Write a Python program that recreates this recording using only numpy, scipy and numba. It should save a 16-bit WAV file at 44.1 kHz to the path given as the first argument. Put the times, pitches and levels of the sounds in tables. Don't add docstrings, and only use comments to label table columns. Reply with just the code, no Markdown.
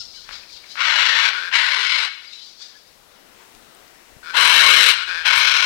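import sys
import numpy as np
from scipy import signal
from scipy.io import wavfile
from scipy.ndimage import uniform_filter1d, map_coordinates
from numba import njit

SR = 44100
rng = np.random.default_rng(int(sys.argv[2]) if len(sys.argv) > 2 else 0)


def store_wav(level_fs):
    pcm = np.round(np.clip(np.atleast_2d(level_fs), -1, 1) * 32767)
    wavfile.write(sys.argv[1], SR, pcm.T.astype(np.int16))


def field_ratio(decibels):
    return 10 ** (np.asarray(decibels, dtype=float) / 20)


N = 249165
LEFT_ONLY_DB = 6


def level(x, db):
    return x * field_ratio(db) / np.sqrt(np.mean(x ** 2))


def add(out, start, x):
    out[start:start + len(x)] += x[:N - start]


@njit
def svf(x, hz, width_hz):
    y, b, l = np.empty(len(x)), 0., 0.
    for i in range(len(x)):
        g, k = np.tan(np.pi * hz[i] / SR), width_hz / hz[i]
        v = (b + g * (x[i] - l)) / (1 + g * (g + k))
        b, l, y[i] = 2 * v - b, l + 2 * g * v, k * v
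    return y


def band(x, hz, width_hz):
    return svf(x, np.clip(hz * np.ones(len(x)), 20, .45 * SR), max(float(width_hz), 10.))


def band2(x, hz, width_hz):
    return band(band(x, hz, width_hz), hz, width_hz)


def walk(rate_hz, size):
    k = max(int(SR / rate_hz), 1)
    held = np.repeat(rng.standard_normal(size // k + 1), k)
    return 1.3 * uniform_filter1d(uniform_filter1d(held, k), k)[:size]


def swells(peak_s, db, rise_db_per_s, fall_db_per_s):
    coarse = np.arange(0, N, 32)
    late_s = coarse / SR - np.reshape(peak_s, (-1, 1))
    slope = np.where(late_s < 0, np.reshape(rise_db_per_s, (-1, 1)), -np.reshape(fall_db_per_s, (-1, 1)))
    power = np.sum(field_ratio(np.reshape(db, (-1, 1)) + slope * late_s) ** 2, axis=0)
    return np.interp(np.arange(N), coarse, np.sqrt(power))


def effort(length_s, attack_s, release_s):
    t = np.arange(int(length_s * SR)) / SR
    return t, np.clip(np.minimum(t / attack_s, (length_s - t) / release_s), 0, 1)


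@njit
def fire(hz, stretch, size):
    pulses, p, k = np.zeros(len(hz) + 1), .9, 0
    for i in range(len(hz)):
        step = hz[i] * stretch[k] / SR
        p += step
        if p >= 1:
            p, k = p - 1, k + 1
            pulses[i] += size[k] * p / step
            pulses[i + 1] += size[k] * (1 - p / step)
    return pulses[:-1]


def syrinx(hz, jitter, scatter_db):
    chance = rng.standard_normal((len(hz) // 8, 2)).T
    stretch = np.exp(np.clip(jitter * chance[0], -.7, .7))
    return fire(hz, stretch, field_ratio(scatter_db * np.clip(1.1 * chance[1], -3, 1.3)))


# f/Hz, density/dB per Hz
FOREST_AIR = [(59, -37), (100, -11.5), (347, -3), (420, 2), (477, -4), (1340, -6.5), (1800, -9), (2180, -9),
              (5400, -13), (8770, -19.5), (15500, -18.5)]
FOREST_DB = -46.5


def forest():
    out, swell = 0, walk(2.107, size=N)
    at_hz, per_hz_db = np.transpose(FOREST_AIR)
    for hz in 120 * 2 ** np.arange(0, 7.1, .5):
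        db = np.interp(np.log(hz), np.log(at_hz), per_hz_db) + .8 * swell + 1.5 * walk(9, size=N)
        out = out + field_ratio(db) * band2(rng.standard_normal(N), hz, hz / 2)
    return level(out, FOREST_DB)


# peak t/s, level/dB
GUSTS = [(0., -54), (.31, -58.5), (.6, -64), (.9, -66), (1.18, -62), (1.451, -77), (1.9, -74), (3.01, -68),
         (3.3, -70), (3.6, -66.5), (3.81, -69), (4.17, -64), (4.4, -69.5), (4.92, -65.5), (5.16, -62),
         (5.38, -61.5)]
GUST_RISE_DB_PER_S, GUST_FALL_DB_PER_S, CALM_DB = 109.5, 94.5, -77.5


def wind():
    rumble = band(band(rng.standard_normal(N), 29.7, 57), 35, 69)
    gusts = swells(*np.transpose(GUSTS), GUST_RISE_DB_PER_S, GUST_FALL_DB_PER_S) + field_ratio(CALM_DB)
    return level(rumble, 0) * gusts * field_ratio(LEFT_ONLY_DB + 2 * walk(12, size=N))


# peak t/s, level/dB, centre f/Hz
SCREECHES = [(0., -35, 4650), (.162, -41.5, 4390), (.198, -42, 4380), (.342, -38, 4280), (.53, -42, 4480),
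             (.56, -46, 4200), (.714, -38.5, 4430), (.79, -50.5, 4050), (2.25, -45.5, 4200),
             (2.335, -41.5, 4010), (2.39, -45.5, 4110), (2.44, -43, 4450), (2.491, -47, 4590),
             (2.625, -39, 4370), (2.77, -54, 4560), (2.88, -57.5, 4670), (3.15, -57.5, 3800)]
# start t/s, length/s, from f/Hz, to f/Hz, level/dB
CLEAR_NOTES = [(.001, .025, 5180, 5180, -36), (.002, .03, 1480, 1300, -51), (.003, .03, 2960, 2600, -52),
               (.135, .03, 2300, 2200, -55), (.15, .03, 4700, 4500, -45), (.165, .035, 1700, 1380, -52),
               (.17, .03, 3150, 2700, -51), (.32, .05, 4900, 5300, -43), (.33, .04, 4000, 3900, -44),
               (2.262, .04, 4950, 4700, -46), (2.28, .045, 4000, 4250, -45), (2.327, .04, 3650, 3850, -39),
               (2.375, .08, 3900, 4150, -42), (2.36, .075, 3000, 3120, -47), (2.42, .05, 5000, 4900, -47),
               (2.745, .032, 1680, 1730, -47)]
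CHATTER_RISE_DB_PER_S, CHATTER_FALL_DB_PER_S = 282.5, 166


def parakeets():
    peak_s, peak_db, peak_hz = np.transpose(SCREECHES)
    centre_hz = np.interp(np.arange(N) / SR, peak_s, peak_hz)
    source = syrinx(1100 * (1 + .12 * walk(30, size=N)), jitter=.06, scatter_db=2)
    source = source * field_ratio(1.42 * walk(118.2, size=N))
    out = level(band(band2(source, centre_hz, 2770), centre_hz, 3800), -1.55)
    out = out * swells(peak_s, peak_db, CHATTER_RISE_DB_PER_S, CHATTER_FALL_DB_PER_S)
    for start_s, length_s, from_hz, to_hz, db in CLEAR_NOTES:
        size = int(length_s * SR)
        hz = np.linspace(from_hz, to_hz, size) * (1 + .008 * walk(150, size=size))
        swell = np.hanning(size) ** .3 * field_ratio(db - 2 + 2.5 * walk(80, size=size))
        add(out, int(start_s * SR), swell * np.sin(2 * np.pi * np.cumsum(hz) / SR))
    return out


# t/s, peak level/dB, f/Hz, width/Hz
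FROND_TICKS = [(0.2912, -16, 1340, 1790), (.31, -21.5, 1270, 1500), (0.434, -32, 2600, 250),
               (0.498, -37, 2380, 222), (0.573, -42.5, 2303, 250), (0.64, -35, 2280, 299),
               (3.5504, -27.5, 4000, 7000), (3.749, -34, 8400, 1500), (3.88, -34, 5000, 1811),
               (4.165, -39, 110, 120), (5.373, -33, 91, 151), (.756, -17.5, 1500, 1500),
               (4.23, -30.5, 1450, 900), (5.078, -16, 2184, 3000), (4.343, -23.5, 2500, 4000)]
# peak t/s, level/dB, rise/dB per s, fall/dB per s
BRUSHES = [
    (.291, -43, 1500, 500),
    (0.334, -42, 181.5, 150),
    (.435, -49.5, 900, 600.5),
    (.64, -51.5, 299.5, 45.5),
    (2.605, -54, 899, 57.5),
    (3.42, -54.5, 120.5, 199.5),
]


def fronds():
    out = np.zeros(N)
    for start_s, db, hz, width_hz in FROND_TICKS:
        tick = band2(np.arange(2000) == 0, hz, width_hz)
        add(out, int(start_s * SR), field_ratio(db - LEFT_ONLY_DB) * tick / np.abs(tick).max())
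    crackle = rng.standard_normal(N) * field_ratio(0.61 * rng.exponential(size=N))
    crackle = band(band(crackle, 2100, 1990), 1420, 2400)
    return out + level(crackle, 0) * swells(*np.transpose(BRUSHES))


# start t/s, length/s, attack/s, level/dB, drift over the call/dB
SQUAWK_CALLS = [
    (.748, 0.5807, 0.0578, -18, -2.5),
    (1.51, 0.586, 0.034, -22, -1.5),
    (4.328, 0.625, 0.0445, -14, -0.5),
    (5.23, 0.58, 0.0364, -17.5, -2.5),
]
# opening punch/dB, brightness/dB, top edge/dB
COLOURS = [
    (-9.5, 0, 1),
    (8, 3.5, 2.56),
    (-2, -0.73, 11.5),
    (0.76, 0.24, 0.68),
]
# f/Hz, width/Hz, level/dB
THROATS = [
    [(520.7, 120, -17.5), (1091.4, 483, -12.5), (1438, 287, -1.5), (2032, 419, -2.5), (2803, 426, -5),
     (3458, 480, -10), (3955, 248, -7.5), (4369, 531, -11.5), (5572, 890, -21), (7303, 1190, -29),
     (9365, 560, -38.5), (10460, 1080, -40.5), (12540, 2050, -44.5)],
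    [(524.3, 70.6, -18), (1133.7, 358, -9), (1508.4, 208.6, -2), (2042, 350, -0.5), (2931, 610, -3.5),
     (3536, 350, -15), (4007, 670, -11), (5193, 770, -21), (6130, 457, -24), (7124, 385, -27.5),
     (8170, 880, -32), (10150, 990, -37.5), (11930, 840, -40.5)],
    [(525.6, 248, -14), (1152.7, 339.5, -6.5), (1607, 379, -0.5), (2175, 257, -2), (2880, 597, 0),
     (3605, 680, -11), (3926, 548, -1), (5000, 616, -19.5), (5477, 888, -12.5), (7860, 1210, -37.5),
     (8574, 940, -31.5), (10476, 2430, -40), (13800, 6600, -41.5)],
    [(552, 252, -16), (1104, 420, -10), (1542, 365, 2.5), (2220, 259, 2), (2600, 483, -2), (3177, 520, -2),
     (4066, 536, -3), (5000, 504, -12), (5735, 950, -12.5), (7635, 390, -25), (8524, 666, -24),
     (10270, 2200, -34), (13300, 6500, -35.5)],]
# delay/s, gain
FROND_ECHOES = [
    (.0099, 0.48),
    (0.0086, 0.426),
    (0.0082, 0.357),
    (.0074, 0.328),
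]
# t/s, spread/s, level/dB
RASP_CRACKS = [
    (5.268, 0.0152, 6.5),
    (5.379, 0.0288, 10),
]
SYRINX_HZ, ATTACK_CURVE, RELEASE_S, PUNCH_S = 932.1, 1.16, 0.0482, 0.0757
TONGUE_DROP, SLACK_DULL_DB, BRIGHTEN_DB_PER_S = 0.1435, -5, 5.5
SLACK_TOP_DB, TOP_OPENS_S = -4, 0.0425


def squawk_source(size):
    source = syrinx(SYRINX_HZ * (1 + .05 * walk(40, size=size)), jitter=.17, scatter_db=2.8)
    source = level(source - source.mean(), 0) + field_ratio(-7) * rng.standard_normal(size)
    flutter = walk(200, size=size)
    return source * field_ratio(2.4 * np.clip(flutter - uniform_filter1d(flutter, size=1500), -3, 1))


def squawks():
    out = np.zeros(N)
    rows = zip(SQUAWK_CALLS, COLOURS, THROATS, FROND_ECHOES)
    for call, (punch_db, bright_db, top_db), throat, (lag_s, share) in rows:
        start_s, length_s, attack_s, db, drift_db = call
        t, push = effort(length_s, attack_s, RELEASE_S)
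        size, start = len(t), int(start_s * SR)
        loud_db = db + drift_db * t / length_s + punch_db * np.exp(-t / PUNCH_S)
        loud = np.where(t < attack_s, push ** ATTACK_CURVE, push) * field_ratio(loud_db)
        tongue = 1 - TONGUE_DROP * (1 - push)
        sharpen_db = BRIGHTEN_DB_PER_S * t + SLACK_DULL_DB * (1 - push)
        rasp_db = sum(d * np.exp(-((start_s + t - at_s) / spread_s) ** 2)
                      for at_s, spread_s, d in RASP_CRACKS)
        opening_db = SLACK_TOP_DB * np.exp(-(t / TOP_OPENS_S) ** 2)
        source = squawk_source(size)
        voice = 0
        for k, (hz, width_hz, mode_db) in enumerate(throat):
            centre_hz = hz * (tongue if hz < 2400 else 1) + 45 * walk(16.6, size=size)
            mode = band2(source, centre_hz, 1.3 * width_hz)
            if hz > 6600:
                colour_db = sharpen_db + top_db + rasp_db + opening_db
            elif hz > 3300:
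                colour_db = sharpen_db + bright_db
            else:
                colour_db = 0
            mode_gain = field_ratio(mode_db + colour_db + 0.98 * walk(12.57, size=size))
            voice = voice + (-1) ** k * mode_gain * mode
        voice = level(voice, 0) * loud
        add(out, start, voice)
        add(out, start + int(lag_s * SR), share * voice)
    return out


# start t/s, length/s, pulse rate f/Hz, first level/dB, last level/dB
CREAK_CALLS = [
    (1.327, 0.1925, 195.5, -31, -35),
    (4.228, 0.1125, 184.7, -46, -30.5),
    (4.945, 0.1184, 199.7, -32.5, -34.5),
    (5.072, 0.1752, 180.3, -30, -32),
]
# period spread, strength scatter/dB, second resonance f/Hz, its level/dB
MANNERS = [
    (.06, 1.8, 2400, -14),
    (.25, 3, 2400, -15),
    (.09, 2.5, 2450, -13),
    (.03, 1.5, 2450, -12),
]
# first f/Hz, last f/Hz
BEAKS_HZ = [
    (1400, 1583),
    (1450, 1473),
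    (1450, 1462),
    (1600, 1558),
]
# f/Hz, width/Hz, level/dB
CREAK_MODES = [(3540, 880, -15.5), (4200, 110, -11.5), (4684, 1210, -17), (5970, 830, -35),
               (1045, 783, -19)]
CREAK_ATTACK_S, CREAK_RELEASE_S, CREAK_SAG_HZ_PER_S = 0.0083, 0.0345, 130
CREAK_CLICK_DB, CREAK_CHEST_DB, CREAK_AIR_DB = -22, -25.5, -14


def creaks():
    out = np.zeros(N)
    for call, (first_hz, last_hz), manner in zip(CREAK_CALLS, BEAKS_HZ, MANNERS):
        start_s, length_s, rate_hz, from_db, to_db = call
        jitter, scatter_db, second_hz, second_db = manner
        t, push = effort(length_s, CREAK_ATTACK_S, CREAK_RELEASE_S)
        size = len(t)
        source = level(syrinx(rate_hz - CREAK_SAG_HZ_PER_S * t, jitter, scatter_db), 0)
        source = source + field_ratio(-6) * rng.standard_normal(size)
        beak_hz = first_hz + (last_hz - first_hz) * np.sqrt(t / length_s)
        beak_hz = beak_hz * (1 + 0.0176 * walk(29.6, size=size))
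        first = band(band(source, beak_hz, 140), beak_hz, 600)
        modes = [(second_hz, 400, second_db)] + CREAK_MODES
        upper = sum((-1) ** (k + 1) * field_ratio(db) * band2(source, hz, width_hz)
                    for k, (hz, width_hz, db) in enumerate(modes))
        upper = field_ratio(3.0) * band2(upper, 2890, 5000)
        click = field_ratio(CREAK_CLICK_DB) * band(band(source, beak_hz, 950), beak_hz, 1560)
        chest = field_ratio(CREAK_CHEST_DB) * band2(source, 450, 257)
        air = level(band(band(rng.standard_normal(size), 3530, 3000), 3950, 6400), CREAK_AIR_DB)
        voice = (first + upper + click + chest) / np.std(first) + air
        add(out, int(start_s * SR), voice * push * field_ratio(from_db + (to_db - from_db) * t / length_s))
    return out


LEAVES_T60_S, LEAVES_DB = .05, -13


def leaves(x):
    t = np.arange(int(LEAVES_T60_S * SR)) / SR
    scatter = rng.standard_normal(len(t)) * field_ratio(-60 * t / LEAVES_T60_S) * (t > .001)
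    scatter = scatter * field_ratio(LEAVES_DB) / np.sqrt(np.sum(scatter ** 2))
    return x + signal.fftconvolve(x, scatter)[:N]


@njit
def trees(x, lags, gain, damp):
    line, soft, out = np.zeros((8, 8192)), np.zeros(8), np.zeros(len(x))
    for i in range(len(x)):
        total = 0.
        for k in range(8):
            soft[k] += (1 - damp) * (gain[k] * line[k, (i - lags[k]) & 8191] - soft[k])
            total += soft[k]
            out[i] += soft[k] * (1 - 2 * (k % 2))
        for k in range(8):
            line[k, i & 8191] = x[i] + soft[k] - total / 4
    return out


GAIN_START_DB, GAIN_REST_DB, GAIN_DB_PER_S_PER_DB = -4.5, -27, 0.3684


def gain(heard):
    heard_db = 10 * np.log10(uniform_filter1d(heard ** 2, 4096) + 1e-7)
    creep_db = GAIN_START_DB + np.cumsum(GAIN_DB_PER_S_PER_DB * (GAIN_REST_DB - heard_db)) / SR
    return field_ratio(creep_db - np.maximum(np.maximum.accumulate(creep_db), 0))


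ECHO_T60_S, ECHO_DAMP, ECHO_DB, SWAY_S = 0.821, 0.113, -15.5, .0006


def scene():
    air, buffeting = forest(), wind()
    far = leaves(parakeets())
    near = leaves(fronds() + squawks() + creaks())
    lags = np.array([1031, 1523, 2129, 2797, 3571, 4409, 5347, 6421])
    sent = band(band(near, 3100, 9560), 3100, 10000) + field_ratio(4.5) * far
    echo = trees(sent, lags, field_ratio(-60 * lags / SR / ECHO_T60_S), ECHO_DAMP)
    echo = map_coordinates(echo, [np.arange(N) + SWAY_S * SR * walk(40, size=N)], mode="mirror")
    birds = field_ratio(LEFT_ONLY_DB) * (near + field_ratio(1) * far + field_ratio(ECHO_DB) * echo)
    left = birds + gain(birds + air) * air + buffeting
    return np.array([left, np.zeros(N)])


def band_limit(x):
    return signal.sosfilt(signal.butter(12, 15850, fs=SR, output="sos"), x)


def record(dry):
    ceiling, knee, hiss_db = .84, 7., -56.8
    excess = dry - dry / (1 + np.abs(dry / ceiling) ** knee) ** (1 / knee)
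    excess = signal.sosfilt(signal.butter(1, 250, "high", fs=SR, output="sos"), excess)
    hiss = rng.standard_normal(dry.shape)
    hiss = signal.sosfilt(signal.butter(2, 200, "high", fs=SR, output="sos"), hiss)
    hiss = signal.lfilter([1, .15], [1], hiss)
    return band_limit(dry - excess + gain(dry[0]) * level(hiss, hiss_db))


dry = scene()
out = record(dry)
store_wav(out)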